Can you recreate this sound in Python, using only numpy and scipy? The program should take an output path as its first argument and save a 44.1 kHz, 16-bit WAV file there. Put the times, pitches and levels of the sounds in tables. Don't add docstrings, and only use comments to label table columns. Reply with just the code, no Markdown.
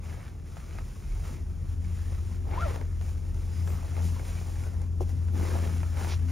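import sys
import numpy as np
from scipy import signal
from scipy.fft import rfft, irfft, next_fast_len
from scipy.io import wavfile
from scipy.ndimage import uniform_filter1d, map_coordinates

SR = 44100
rng = np.random.default_rng(int(sys.argv[2]) if len(sys.argv) > 2 else 0)


def log_audio(samples):
    frames = np.atleast_2d(samples).T
    limited = np.clip(frames, -1, 1)
    pcm = np.round(limited * 32767).astype(np.int16)
    wavfile.write(sys.argv[1], SR, pcm)


N = 278271


# [t/s, level before trim/dB]
ROPE_LEVEL = [(0.0, -41), (0.12, -35), (0.26, -47.5), (0.77, -39.5), (1.02, -59), (1.09, -41),
              (1.79, -32.5), (3.51, -32.5), (3.6, -27.5), (3.85, -34), (4.06, -25), (4.24, -34.5),
              (5.34, -27), (6.12, -30), (6.24, -24.5), (6.31, -27)]
# [t/s, f/Hz]
ROPE_PITCH_CURVE = [(0, 82.46), (.9, 82.37), (1.3, 85.4), (5.6, 85.27), (5.85, 84.57)]

# [t/s, level before beating/dB]
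DRONE_LEVEL = [(0, -53), (1.1, -36.5), (1.7, -37.5), (3.35, -33.5), (3.75, -39), (4.2, -37), (6.31, -44)]
# [t/s, f/Hz]
DRONE_PITCH_CURVE = [(0, 41), (1.1, 39), (3.4, 40), (3.9, 42.4)]
BEAT_HZ, BEAT_DB, BEAT_CREST_S = 2.39, 2.5, 1.69
# [t/s, level before trim/dB]
SHAKE_LEVEL = [(0, -47.5), (1.9, -45), (6.31, -43)]
# [f/Hz, level relative to the shaking, before nearness and trim/dB]
SHEAVE_TONES = [(27.3, -15), (71, 4), (75.3, -2), (112, -12.5), (138, -13), (366, -21)]
# [t/s, level change before trim/dB]
TONE_NEARNESS = [(0, -20), (.9, -8.5), (1.5, 3), (2.5, 2), (6.3, -6.5)]
# [f/Hz, level per Hz/dB]
RUMBLE_SPECTRUM = [(14, -47), (25, -8), (35, -1), (65, 3.5), (115, -2.5), (150, -5), (200, -12.5),
                   (360, -19.5), (600, -29), (1500, -44), (4000, -76)]

# [start t/s, length/s, then before trim: edge scrape/dB, base hiss/dB, crunch/dB]
EDGE_STROKES = [(0.0, 0.14, -56, -63.5, -56), (0.128, 0.16, -59.5, -67, -58), (0.43, 0.13, -66, -67, -65),
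                (0.538, 0.27, -60.5, -65, -62), (0.81, 0.44, -64.5, -64.5, -68), (1.12, .07, -65, -67, -59),
                (1.211, .12, -56.5, -60, -56), (1.651, 0.084, -66.5, -67, -67),
                (1.792, 0.17, -65, -65.5, -68), (1.94, 0.17, -60.5, -62.5, -58.5),
                (2.086, 0.27, -65, -65.5, -67), (2.428, 0.094, -68, -70, -47.5),
                (2.488, 0.075, -51.5, -67, -42.5), (2.566, .12, -52.5, -60, -54),
                (2.655, 0.093, -51.5, -58.5, -43.5), (2.981, 0.13, -65, -62.5, -58),
                (3.32, .2, -68.5, -65, -59.5), (3.497, 0.14, -60, -61.5, -64),
                (3.639, 0.373, -57.5, -60.5, -52), (3.999, 0.082, -61.5, -53.5, -54.5),
                (4.085, 0.21, -59.5, -60, -56), (4.227, 0.19, -57.5, -57.5, -55.5),
                (4.427, 0.24, -62, -60, -58), (4.699, .14, -65.5, -67.5, -55.5),
                (5.057, 0.029, -57.5, -58.5, -55), (5.331, 0.11, -52, -57.5, -46),
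                (5.412, 0.17, -50.5, -55.5, -49), (5.568, 0.21, -54.5, -57.5, -53.5),
                (5.789, .16, -60.5, -62, -59), (5.944, 0.17, -50, -54, -49),
                (6.261, .06, -53.5, -57.5, -50)]
ATTACK_S, RELEASE_S, SAG_DB_PER_S = 0.045, 0.049, 2
# [t/s, level before trim/dB]
GLIDE_LEVEL = [(0, -73), (1.6, -69), (3.3, -66.5), (4.9, -70), (5.25, -65.5), (6.31, -64.5)]
GLIDE_SCRAPE_DB, GLIDE_CRUNCH_DB = 0.5, 1.5
# [f/Hz, level per Hz/dB]
HISS_SPECTRUM = [(900, -21), (2500, -1), (3600, -4), (4600, -5), (5100, 0), (7000, 0.5), (8000, -0.5),
                 (9000, 2), (10000, -2), (11200, -10), (13000, -12), (14000, -7.5), (15800, -9)]
# [f/Hz, level per Hz/dB]
SCRAPE_SPECTRUM = [(400, -5.5), (900, -1.5), (1300, 4), (1600, 0), (2200, 0), (3000, -9.5), (4300, -12.5),
                   (6000, -17), (12000, -36)]
# [f/Hz, level per Hz/dB]
CRUNCH_SPECTRUM = [(130, -30), (300, 1.5), (500, 3), (850, 1), (1200, -9), (1600, -16.5), (3000, -35)]
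# [start t/s, length/s, level/dB]
DEEP_PLOUGHS = [(1.275, 0.073, -47), (5.301, .13, -37.5), (5.472, .32, -44), (5.984, 0.097, -44)]
# [f/Hz, level per Hz/dB]
PLOUGH_SPECTRUM = [(100, -12), (190, 7), (260, 1), (360, 4), (480, -11), (800, -36)]

# [t/s, level/dB, treble relative to it/dB]
LARGE_CRUMBS = [(0.569, -41, -20), (0.601, -43, -21), (0.786, -35.5, -27), (2.76, -33.5, -27),
                (2.813, -37.5, -21), (3.013, -44, -21), (3.675, -42.5, -5), (3.345, -53, -1),
                (3.967, -38, -16), (4.195, -39, -22), (4.637, -42, -13), (4.817, -46, -6), (5.093, -47, -3),
                (5.285, -44, -21), (5.832, -37.5, -24), (5.971, -34, -21), (6.047, -34, -17),
                (6.137, -36, -21)]
# [f/Hz, level per Hz/dB]
CRACK_SPECTRUM = [(200, 2), (600, 11.5), (1100, 4.5), (2400, -1), (3300, -16.5), (8000, -31)]
SMALL_CRUMBS_PER_S, SMALL_CRUMB_DB, SMALL_SPREAD_DB, SMALL_TREBLE_DB = 20, 4, 2, -14

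# [t/s, ridge rate f/Hz]
RIDGE_RATE = [(2.49, 330), (2.538, 440), (2.562, 412), (2.592, 550), (2.615, 672), (2.633, 700),
              (2.657, 655), (2.675, 560), (2.715, 470)]
# [multiple of rate, middle t/s, half length/s, level/dB]
RIDGE_BUZZ = [(1, 2.655, .052, -37.5), (2, 2.608, .066, -36.5)]
RASP_DB = -49

# [t/s, level/dB]
SKI_SLAPS = [(5.0058, -25), (5.0162, -32), (5.028, -38)]
# [f/Hz, mean level relative to the slap/dB, t60/s]
BENDING_MODES = [(366, -4, 0.077), (436, -16, 0.16), (573, -19, .08), (830.4, -11.5, 0.08),
                 (1010, -24, .04)]

# [middle t/s, f/Hz, half length/s, level/dB]
EDGE_SQUEAKS = [(1.679, 10750, .05, -72), (3.58, 4990, 0.079, -63), (3.701, 7680, .045, -56.5),
                (3.714, 14200, .06, -60), (4.381, 2390, 0.014, -53)]
# [f/Hz, level per Hz/dB]
POWDER_SPECTRUM = [(1000, -27), (2200, 1), (4200, -1.5), (6000, -1.5), (8000, -22), (15000, -28)]
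# [f/Hz, level per Hz/dB]
BUFFET_SPECTRUM = [(18, -35), (32, 0.5), (52, 0), (75, -17), (130, -45), (400, -90)]

# [f/Hz, correlation before the port phases]
PORT_LIKENESS = [(45, 1), (150, .9), (300, .65), (1200, .68), (2000, 1), (2300, 1), (2900, .93),
                 (4800, .95), (5500, 1), (8600, 1), (10000, .9), (11200, 1), (13000, 1), (14000, .8)]
# [f/Hz, lead/rad]
CHANNEL_LEAD = [(40, 0), (90, .45), (200, .05), (350, 0), (520, 1.5), (720, 1.6), (1400, -.15), (2200, 0),
                (2800, .42), (4600, .35), (5300, 0), (6700, .1), (7400, 1.3), (8000, 3.1), (8550, 3.1),
                (9300, 1.3), (10200, .9), (11000, 0), (13000, 0), (15700, -2.2)]
TOP_HZ = 15780


def rope():
    hz, = curves(ROPE_PITCH_CURVE)
    level_db, = curves(ROPE_LEVEL)
    phase = turns(hz + 0.392 * wobble(9))
    second_gain = amp(-24 + 5.6 * wobble(6.9))
    second = second_gain * np.sin(2 * phase + 0.41 * wobble(10))
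    third_gain = amp(-31.0 + 4.56 * wobble(7))
    third = third_gain * np.sin(3 * phase + wobble(12))
    hum = np.sin(phase) + second + third
    return panned(amp(level_db + 2.5) * hum, left_db=4.5)


def tower():
    hz, = curves(DRONE_PITCH_CURVE)
    drone_db, = curves(DRONE_LEVEL)
    shake_db, = curves(SHAKE_LEVEL)
    nearness_db, = curves(TONE_NEARNESS)
    beat_db = BEAT_DB * np.cos(2 * np.pi * BEAT_HZ * (np.arange(N) / SR - BEAT_CREST_S))
    drone = amp(drone_db + beat_db) * np.sin(turns(hz + 0.96 * wobble(7.42)))
    tones = 0
    for tone_hz, db in SHEAVE_TONES:
        tone_gain = amp(db + 3.6 * wobble(4.19))
        tones = tones + tone_gain * np.sin(turns(tone_hz + 1.068 * wobble(4.99)))
    rumble = amp(6.0) * coloured(noise(), RUMBLE_SPECTRUM)
    train = panned(amp(1.5 + nearness_db) * tones + rumble, left_db=0.5)
    return drone + amp(shake_db) * train


def skis(scrape_gain, hiss_gain, crunch_gain):
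    clumps, unevenness = wobble(90), wobble(18)
    crystals = coloured(grains(rate=5300, spread_db=2.5, smooth=1.75), HISS_SPECTRUM)
    chips = speckled(grains(rate=900, spread_db=3.0, smooth=1.0), depth_db=2.5)
    lumps = speckled(grains(rate=250, spread_db=3, smooth=1.0), depth_db=2.0)
    hiss = hiss_gain * amp(5.5 + 0.5 * clumps + 0.44 * unevenness) * crystals
    scrape = scrape_gain * amp(2.5 + 0.99 * clumps + 0.54 * unevenness) * coloured(chips, SCRAPE_SPECTRUM)
    crunch = crunch_gain * amp(3.0 + 0.43 * clumps + 2.3 * unevenness) * coloured(lumps, CRUNCH_SPECTRUM)
    plough_gain = sum(amp(db) * bite(start, length) for start, length, db in DEEP_PLOUGHS)
    groan = coloured(grains(rate=240, spread_db=3.5, smooth=0.35), PLOUGH_SPECTRUM)
    return hiss + scrape + crunch + plough_gain * groan


def friction():
    glide_db, = curves(GLIDE_LEVEL)
    offsets_db = np.array([[GLIDE_SCRAPE_DB], [0], [GLIDE_CRUNCH_DB]])
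    power = amp(glide_db + offsets_db) ** 2
    for start, length, *levels_db in EDGE_STROKES:
        power = power + np.outer(amp(levels_db), bite(start, length)) ** 2
    return np.sqrt(power)


def bite(start, length):
    t = np.maximum(np.arange(N) / SR - start, 0)
    attack = np.minimum(t / ATTACK_S, 1)
    release = np.exp(-np.maximum(t - length, 0) / RELEASE_S)
    return attack * amp(-SAG_DB_PER_S * t) * release


def ridges():
    hz, = curves(RIDGE_RATE)
    phase = turns(hz * (1 + 0.024 * wobble(250)))
    buzz = 0
    for multiple, middle, length, db in RIDGE_BUZZ:
        uneven = unit(amp(3.5 * wobble(110)) * np.sin(multiple * phase))
        buzz = buzz + amp(db) * swell(middle, length) * uneven
    bursts = swell(s=2.623, length=0.11) * (1 + np.sin(phase))
    rasp = amp(RASP_DB) * bursts * coloured(noise(), SCRAPE_SPECTRUM)
    return panned(buzz + rasp, left_db=2.0)


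def slap(high_hz=1150, low_hz=300, sweep_s=0.00463, t60=0.063, puff_t60=0.12):
    ring, puff = np.zeros((2, N + SR))
    t = np.arange(SR // 4) / SR
    falling_hz = low_hz + (high_hz - low_hz) * np.exp(-t / sweep_s)
    chirp = amp(-60 * t / t60) * np.sin(2 * np.pi * np.cumsum(falling_hz) / SR)
    onset = 1 - np.exp(-t / 0.002)
    for s, db in SKI_SLAPS:
        first = round(s * SR)
        modes = 0
        for hz, mode_db, life in BENDING_MODES:
            decay = amp(mode_db + rng.normal(0, 4.0) - 60 * t / life)
            modes = modes + decay * np.sin(2 * np.pi * hz * t)
        ring[first:][:len(t)] += amp(db) * onset * (chirp + modes)
        puff[first:][:len(t)] += amp(db - 25.5 - 60 * t / puff_t60)
    return panned(ring[:N], left_db=1.5) + puff[:N] * coloured(noise(), HISS_SPECTRUM)


def crumbs(scrape_gain):
    body, spray = np.zeros((2, N + SR))
    t = np.arange(SR // 10) / SR
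    snap = amp(1 - 60 * t / 0.013)
    crumble = amp(-12 - 60 * t / 0.07)
    shape = snap + crumble
    breaks = np.flatnonzero(rng.random(N) < SMALL_CRUMBS_PER_S / SR)
    scrape_db = 20 * np.log10(scrape_gain)
    size_db = scrape_db + SMALL_CRUMB_DB + SMALL_SPREAD_DB * rng.standard_normal(N)
    small = [(i / SR, size_db[i], SMALL_TREBLE_DB) for i in breaks]
    for s, db, treble_db in list(LARGE_CRUMBS) + small:
        first = round(s * SR)
        body[first:][:len(t)] += amp(db) * shape
        spray[first:][:len(t)] += amp(db + treble_db) * shape
    crack = body[:N] * coloured(noise(), CRACK_SPECTRUM)
    return crack + amp(1) * spray[:N] * coloured(noise(), HISS_SPECTRUM)


def squeaks():
    total = 0
    for middle, hz, length, db in EDGE_SQUEAKS:
        whistle = unit(np.sin(turns(hz + 130 * wobble(600))))
        total = total + amp(db) * swell(middle, length) * whistle
    return total


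def powder():
    flakes = coloured(grains(rate=2100, spread_db=4, smooth=1), POWDER_SPECTRUM)
    return amp(-44.5) * swell(s=6.12, length=0.033) * flakes


def buffet():
    return amp(-28.5) * swell(s=1.11, length=0.065) * coloured(noise(), BUFFET_SPECTRUM)


def amp(db):
    return 10 ** (np.asarray(db) / 20)


def unit(x):
    return x / np.sqrt(np.mean(x ** 2) + 1e-20)


def along(points, hz):
    f, value = np.transpose(points)
    return np.interp(np.log(hz + 1), np.log(f), value)


def curves(rows):
    s, *columns = np.transpose(rows)
    return [np.interp(np.arange(N) / SR, s, column) for column in columns]


def wobble(rate):
    knots = rng.standard_normal(int(N * rate / SR) + 4)
    return map_coordinates(knots, [np.arange(N) * rate / SR])


def turns(hz):
    return 2 * np.pi * (np.cumsum(hz) / SR + rng.random())


def swell(s, length):
    return np.exp(-((np.arange(N) / SR - s) / length) ** 2)


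def noise():
    return rng.standard_normal((2, N))


def grains(rate, spread_db, smooth):
    size = amp(spread_db * np.clip(rng.standard_normal(N), -2, 2))
    breaks = (rng.random(N) < rate / SR) * size * noise()
    return unit(breaks) + smooth * noise()


def speckled(pair, depth_db):
    bands = signal.stft(pair, nperseg=512)[2]
    field = rng.standard_normal(bands.shape[1:])
    field = uniform_filter1d(field, size=2, axis=0)
    field = uniform_filter1d(field, size=12, axis=1)
    return signal.istft(bands * amp(depth_db * unit(field)), nperseg=512)[1][:, :N]


def filtered(x, response):
    m = next_fast_len(N + SR // 2)
    return irfft(rfft(x, m) * response(np.fft.rfftfreq(m, 1 / SR)), m)[..., :N]


def coloured(pair, spectrum):
    def mid_side(hz):
        angle = np.arccos(np.clip(along(PORT_LIKENESS, hz), -1, 1)) / 2
        return amp(along(spectrum, hz)) * [np.cos(angle), np.sin(angle)]
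    mid, side = filtered(pair, mid_side)
    return unit(np.array([mid + side, mid - side]))


def panned(x, left_db):
    return x * amp([[left_db / 2], [-left_db / 2]])


def scene():
    lift = rope() + tower()
    scrape_gain, hiss_gain, crunch_gain = friction()
    snow = skis(scrape_gain, hiss_gain, crunch_gain) + ridges() + slap()
    snow = snow + crumbs(scrape_gain) + squeaks() + powder()
    return lift + snow + buffet()


def record(dry):
    def ports(hz):
        half_lead = along(CHANNEL_LEAD, hz) * np.array([[0.5], [-0.5]])
        return np.exp(1j * half_lead) * (hz < TOP_HZ)
    return filtered(dry, ports)


dry = scene()
out = record(dry)
log_audio(out)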